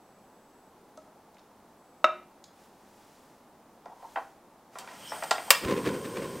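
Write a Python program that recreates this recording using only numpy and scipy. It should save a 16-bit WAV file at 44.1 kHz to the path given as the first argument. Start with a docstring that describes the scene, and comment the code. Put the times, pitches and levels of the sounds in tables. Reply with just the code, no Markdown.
"""A quiet kitchen, close to a portable gas stove. A pat of butter is set in the frying pan and the
spatula knocks the pan once, ringing its metal. The knob is gripped and turned: the linkage clunks
through the sheet-steel case, the gas jet starts to hiss and the piezo igniter snaps. The gas catches
under the pan with a low puff and a few fluttering flares, then settles to a soft roar."""
import sys
import numpy as np
from scipy import signal
from scipy.fft import rfft, irfft
from scipy.io import wavfile

SR = 44100
rng = np.random.default_rng(int(sys.argv[2]) if len(sys.argv) > 2 else 0)


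def pcm_store(signal):
    """Save signal as 16-bit PCM."""
    levels = np.round(np.clip(np.atleast_2d(signal), -1, 1) * 32767)
    wavfile.write(sys.argv[1], SR, levels.astype(np.int16).T)


N = 282240
TIME = np.arange(N) / SR

# noise colours: freq_hz, relative_db (per Hz)
ROOM_TONE_COLOUR = [(20, -19), (60, -15.5), (120, -13.5), (225, -4), (300, -6), (550, -8), (850, -6),
                    (1150, -12), (1600, -19), (2600, -26.5), (4000, -29), (7500, -31), (15500, -35)]  # the still kitchen
CLOTH_COLOUR = [(1200, 2), (2500, -1.5), (7000, -3), (15000, -11.5)]  # a brushing sleeve
JET_COLOUR = [(30, -26), (150, 0), (500, 0), (900, -0.5), (1500, -3.5), (2400, -6), (4200, -10.5),
              (5000, -8), (7000, -10.5), (8800, -14), (10800, -17.5), (12400, -25), (13700, -17),
              (15800, -24)]  # the hiss of the gas jet
ROAR_COLOUR = [(25, -44), (60, -21.5), (130, -7.5), (220, -5.5), (360, -3.5), (520, -1), (690, -29),
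               (900, -20), (1060, -6.5), (1250, -43), (1450, -18), (1750, -29.5), (2800, -32), (6000, -59)]  # the steady flame under the pan
FLARE_COLOUR = [(40, -39), (150, -7.5), (380, 10.5), (520, 6), (720, -8.5), (1060, -3.5), (2200, -6.5),
                (3500, -13), (7000, -21.5), (15000, -33)]  # the brighter, flaring flame
# the kitchen's reverb time: freq_hz, t60_s
REVERB_DECAY = [(200, 0.55), (1000, 0.28), (3000, 0.38), (8000, 0.28), (15000, 0.4)]
# the reverb's level against its send: freq_hz, gain_db
REVERB_GAIN = [(200, -6.5), (1000, -5), (3000, -8), (8000, -11), (15000, -17.5)]
# a thin whine that comes and goes: start_s, end_s
WHINE_SPANS = [(0, 0.71), (1.78, 2.05)]
# one swell of the sleeve for each arm movement: peak_s, level_db, half_length_s
SLEEVE_STROKES = [(2.62, -65, 0.055), (3.08, -64, 0.23), (4.14, -60.5, 0.12)]
# light ticks of the utensil, and of fingers on the stove: start_s, level_db, centre_hz
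TICKS = [(0.974, -58.5, 5300), (1.345, -70, 5000), (1.368, -62.5, 1880), (1.383, -65.5, 3620),
         (1.393, -66, 3820), (2.4408, -52, 4930), (3.857, -63, 4250)]
# butter, then spatula, landing on the pan: start_s, level_db, hardness_hz, ring_time_factor
PAN_KNOCKS = [(0.9756, -44, 477, 2.2), (1.076, -55, 430, 2.5), (2.0428, -12.5, 4070, 0.89)]
# the pan's modes, long rings first: pitch_hz, level_db, t60_s
PAN_MODES = [(361, -25, .5), (655, -16, .14), (1230, -18, .15), (1290, -9, .22), (2126, -36, .45),
             (2375, -31, .6), (2715, -28, .2), (3700, -31, .21), (280, -16, .06), (490, -21, .05),
             (618, 2, .045), (756, -11, .04), (921, -10, .04), (1180, -9, .035), (1500, -8, .035),
             (1295, 2, .045), (1658, -13, .04), (1950, -6, .025), (2200, -10, .03), (2690, -4, .03),
             (3000, -12, .022), (3720, -8, .04), (3980, -17, .025), (5378, -19, .04), (6153, -30, .07),
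             (6589, -33, .07), (7350, -22, .05), (8500, -22, .04), (12800, -17, .04)]
# the stove's feet groan low, its stiff valve squeaks high:
# peak_s, pitch_hz, width_hz, level_db, half_length_s
RUBS = [(3.929, 880, 180, -48.5, 0.01), (4.028, 900, 220, -54, 0.03), (4.051, 890, 159, -44.5, .011),
        (5.07, 3120, 348, -50.5, 0.048), (5.104, 5400, 500, -47, 0.017)]
# knob, linkage and igniter hammer hitting the case: start_s, level_db, hardness_hz, rattle_decay_s
STOVE_KNOCKS = [(3.857, -40, 790, 0.027), (3.894, -48, 600, 0.031), (4.025, -45.5, 800, 0.027),
                (4.1583, -28, 1150, 0.012), (4.172, -31.5, 1110, 0.0029), (4.181, -35, 1050, 0.0082),
                (4.755, -37, 1180, 0.073), (4.786, -39.5, 11700, 0.016), (4.874, -39.5, 2020, 0.067),
                (5.1187, -30.5, 1360, 0.043), (5.224, -29.5, 1390, 0.015), (5.235, -39, 11200, 0.0083),
                (5.3095, -22.5, 7100, 0.0099), (5.3107, -20, 1110, 0.0033), (5.38, -32.5, 1630, 0.013),
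                (5.479, -39.5, 800, .012), (5.5046, -10, 16600, 0.0012), (5.5063, -14.5, 4100, 0.002)]
# the sheet-steel case's modes: pitch_hz, level_db, t60_s
CASE_MODES = [(270, -22, .05), (490, -13, .05), (670, -3, .04), (767, -5, .045), (868, -4, .045),
              (1005, -5, .045), (1130, -8, .035), (1380, -5, .048), (1560, -9, .03), (1912, 0, .032),
              (2120, -7, .02), (2392, -3, .036), (2615, -5, .028), (2726, -5, .032), (3054, -1, .033),
              (3195, -3, .03), (3665, -1, .022), (3920, -4, .025), (4395, -3, .035), (4628, -2, .035),
              (4960, 2, .02), (5664, -3, .025), (7584, 5, .025), (7900, 2, .015), (8500, 1, .012),
              (9600, -5, .015), (12600, -5, .01), (13700, -3, .01), (15200, -2, .012)]
# resonances of the burner's mixing tube: pitch_hz, width_hz, level_db
TUBE_RESONANCES = [(3170, 150, -13), (4670, 260, -21.5), (8090, 180, -9.5), (8890, 850, -8.5),
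                   (13700, 800, -12)]
# groups of burner ports catching: peak_s, level_db, half_length_s
FLARES = [(5.647, -31, 0.0079), (5.689, -34, 0.016), (5.719, -31.5, 0.018), (5.778, -35, 0.014),
          (5.86, -31, 0.0022), (5.873, -31, 0.022), (5.95, -38.5, 0.014), (6.054, -36, 0.0082),
          (6.174, -34, 0.012), (6.236, -39.5, 0.024)]


def from_db(db):
    """Decibels to gain."""
    return 10 ** (np.asarray(db) / 20)


def unit_rms(x):
    """Scale a signal to rms 1."""
    return x / np.sqrt(np.mean(x ** 2) + 1e-20)


def at_hz(points, hz):
    """Read a table on a log-frequency axis."""
    freqs, values = np.transpose(points)
    return np.interp(np.log(np.maximum(hz, 1)), np.log(freqs), values)


def band(x, hz, kind, order=2):
    """Causal Butterworth filter."""
    return signal.sosfilt(signal.butter(order, np.clip(hz, 10, .45 * SR), kind, fs=SR, output="sos"), x)


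def noise(colour):
    """Steady noise of a given colour, rms 1."""
    gain = from_db(at_hz(colour, np.fft.rfftfreq(N, 1 / SR)))
    return unit_rms(irfft(rfft(rng.standard_normal(N)) * gain, N))


def narrow_noise(hz, width_hz):
    """Noise through one resonance, rms 1."""
    return unit_rms(band(rng.standard_normal(N), [hz - width_hz / 2, hz + width_hz / 2], "band"))


def burst(t, t60_s):
    """Noise that dies away: many small modes merged into a crack."""
    return rng.standard_normal(len(t)) * from_db(-60 * t / t60_s)


def ringing(modes, t):
    """A blow sets every mode ringing as a decaying sine."""
    hz, db, t60_s = np.transpose(modes)[:, :, None]
    polarity = (-1) ** np.arange(len(modes))[:, None]
    return np.sum(polarity * from_db(db - 60 * t / t60_s) * np.sin(2 * np.pi * hz * t), axis=0)


def swell(peak_s, level_db, half_length_s):
    """A bell-shaped envelope."""
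    return from_db(level_db) * np.exp(-.5 * ((TIME - peak_s) / half_length_s) ** 2)


def fade_in(centre_s, rise_s):
    """A smooth step from silence to full gain."""
    return .5 + .5 * np.tanh(.5 * (TIME - centre_s) / rise_s)


def add_hit(out, start_s, level_db, hit):
    """Mix in a hit, scaled so that its energy, packed into 10 ms, has this level."""
    at = round(start_s * SR)
    gain = from_db(level_db) / np.sqrt(np.sum(hit ** 2) / (SR / 100))
    out[at:at + len(hit)] += gain * hit[:N - at]


def room_tone(bed_db=-57.5, whine_hz=7870, whine_db=-77, fade_s=.006):
    """The bed: a still kitchen, with a faint high whine that comes and goes."""
    gate = sum(fade_in(start_s, fade_s) - fade_in(end_s, fade_s) for start_s, end_s in WHINE_SPANS)
    whine = from_db(whine_db) * gate * np.sin(2 * np.pi * whine_hz * TIME)
    return from_db(bed_db) * noise(ROOM_TONE_COLOUR) + whine


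def kitchen_reverb(send, first_wall_s=0.0049, build_s=0.0025):
    """A diffuse tail builds after the first wall's echo and hangs longest in the bass."""
    t, response = TIME[:SR * 3 // 4], 0
    edges_hz = np.geomspace(100, 18000, 14)
    onset = 1 - np.exp(-np.maximum(t - first_wall_s, 0) / build_s)
    for low, high in zip(edges_hz, edges_hz[1:]):
        hz = np.sqrt(low * high)
        decay = from_db(-60 * t / at_hz(REVERB_DECAY, hz))
        tail = band(rng.standard_normal(len(t)), [low, high], "band") * onset * decay
        unity_gain = np.sqrt(2 * (high - low) / SR / np.sum(tail ** 2))
        response = response + tail * unity_gain * from_db(at_hz(REVERB_GAIN, hz))
    return signal.fftconvolve(send, response)[:N]


def sleeve():
    """Cloth swishes softly with each movement of the arm."""
    return sum(swell(*stroke) for stroke in SLEEVE_STROKES) * noise(CLOTH_COLOUR)


def ticks(t60_s=0.024):
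    """Utensil and fingers make tiny contacts, each a short band of noise."""
    out = np.zeros(N)
    for start_s, level_db, hz in TICKS:
        tick = band(burst(TIME[:SR // 10], t60_s), [hz / 1.45, hz * 1.47], "band")
        add_hit(out, start_s, level_db, tick)
    return out


def pan_knocks(crack_db=-12, crack_t60_s=.05, low_cut_hz=330):
    """A blow rings the pan; a soft contact leaves out the high modes and damps the ring less."""
    out, t = np.zeros(N), TIME[:SR]
    for start_s, level_db, hardness_hz, ring_time_factor in PAN_KNOCKS:
        ring = ringing(np.array(PAN_MODES) * [1, 1, ring_time_factor], t)
        crack = from_db(crack_db) * band(burst(t, crack_t60_s), 1500, "high")
        knock = band(ring + crack, hardness_hz, "low")
        add_hit(out, start_s, level_db, band(knock, low_cut_hz, "high"))  # a thin bowl has little bass
    return out


def stove_rubs():
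    """Stick-slip of the feet and the valve: each rub swells and dies in one resonance."""
    return sum(swell(peak_s, level_db, half_length_s) * narrow_noise(pitch_hz, width_hz)
               for peak_s, pitch_hz, width_hz, level_db, half_length_s in RUBS)


def stove_knocks(crack_db=7, crack_t60_s=0.057, rattle_db=-15, rattles_per_s=2500, low_cut_hz=450):
    """Each clunk or snap is a blow and a short rattle of loose parts, sounding through the case."""
    out, t = np.zeros(N), TIME[:SR // 5]
    case_ring = ringing(CASE_MODES, t)
    crack_decay = from_db(-60 * t / crack_t60_s)
    for start_s, level_db, hardness_hz, rattle_decay_s in STOVE_KNOCKS:
        rattle = rng.standard_normal(len(t)) * (rng.random(len(t)) < rattles_per_s / SR)
        force = from_db(rattle_db) * rattle * np.exp(-t / rattle_decay_s)
        force[0] = 1  # the blow itself
        ring = signal.fftconvolve(force, case_ring)[:len(t)]
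        # every touch also feeds countless small modes, which merge into a crack
        energy = np.abs(signal.fftconvolve(force ** 2, crack_decay ** 2)[:len(t)])
        crack = from_db(crack_db) * band(np.sqrt(energy) * rng.standard_normal(len(t)), 504, "high")
        body = band(ring + crack, low_cut_hz, "high")
        # a soft contact lasts longer, so its treble rolls off ever more steeply
        knock = band(band(body, hardness_hz, "low"), 1.89 * hardness_hz, "low")
        add_hit(out, start_s, level_db, knock)
    return out


def treble_dip(x, edges_hz=(9700, 11700), depth=0.5):
    """Soften the clunks with a shallow dip in one treble band."""
    return x - depth * band(x, edges_hz, "band", order=1)


def gas_flow(crack_s=4.76, unseat_s=0.061, open_s=5.14, leak_db=-54.5, full_db=-45.5, sag_db_per_s=1.5):
    """The valve unseats with a leak and opens with the knob; the flow sags as the canister cools."""
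    unseated = np.clip(1 + (TIME - crack_s) / unseat_s, 0, 1)
    opening = np.clip((TIME - crack_s) / (open_s - crack_s), 0, 1)
    sag_db = sag_db_per_s * np.maximum(TIME - open_s, 0)
    return unseated * from_db(leak_db + (full_db - leak_db) * opening - sag_db)


def gas_hiss(jet_trim_db=-2, tube_exponent=1.64):
    """The jet hisses; the mixing tube's resonances stand out more as the flow rises."""
    flow = gas_flow()
    tube = sum(from_db(db) * narrow_noise(hz, width_hz) for hz, width_hz, db in TUBE_RESONANCES)
    jet = from_db(jet_trim_db) * noise(JET_COLOUR)
    return flow * (jet + tube * (flow / flow.max()) ** tube_exponent)


def roar_envelope(flaring, catch_s=5.615, rise_s=0.0066, steady_db=-40, surge_db=1, surge_decay_s=0.031):
    """The gas catches and burns steadily; every flare feeds the roar a surge that dies back."""
    pole = np.exp(-1 / (surge_decay_s * SR))
    surge_power = signal.lfilter([1 - pole], [1, -pole], flaring ** 2 + 1e-18)
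    power = from_db(steady_db) ** 2 + from_db(surge_db) ** 2 * surge_power
    return fade_in(catch_s, rise_s) * np.sqrt(power)


def flame(flutter_hz=80, roar_flutter_db=1.5, flare_flutter_db=3.5):
    """The gas goes up in a low puff and a fluttering roar, sputtering brighter as more ports catch."""
    flutter = np.tanh(2 * narrow_noise(flutter_hz, 0.72 * flutter_hz))
    flaring = sum(swell(*flare) for flare in FLARES)
    roar = roar_envelope(flaring) * noise(ROAR_COLOUR) * unit_rms(from_db(roar_flutter_db * flutter))
    sputter = flaring * noise(FLARE_COLOUR) * unit_rms(from_db(flare_flutter_db * flutter))
    puff = swell(peak_s=5.66, level_db=-36.5, half_length_s=0.0094) * narrow_noise(hz=100, width_hz=110)
    return roar + sputter + puff


def scene():
    """Everything sits close and dead centre; a faint delayed copy and hiss give slight stereo width."""
    pan = pan_knocks()
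    clunks = treble_dip(stove_knocks()) + stove_rubs()
    touches, fire = ticks(), flame()
    direct = pan + clunks + touches + fire + gas_hiss() + sleeve()
    # the knob faces away from the listener, so more of it arrives by the walls
    send = from_db(-3) * pan + from_db(-1) * clunks + from_db(5) * touches + from_db(-5) * fire
    mid = direct + kitchen_reverb(send) + room_tone()
    stereo_spread = from_db(-37) * np.roll(mid, SR // 300)
    side_hiss = from_db(-72) * noise([(30, 11.5), (200, -7), (2000, -3.5), (15000, 1.0)])
    side = stereo_spread + side_hiss
    return np.array([mid + side, mid - side])


def record(dry, ceiling=.95, cutoff_hz=15750):
    """The igniter's snap clips, and a steep low-pass takes off the very top."""
    low_pass = signal.ellip(10, .1, 80, cutoff_hz, fs=SR, output="sos")
    return signal.sosfilt(low_pass, np.clip(dry, -ceiling, ceiling))


dry = scene()
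out = record(dry)
pcm_store(out)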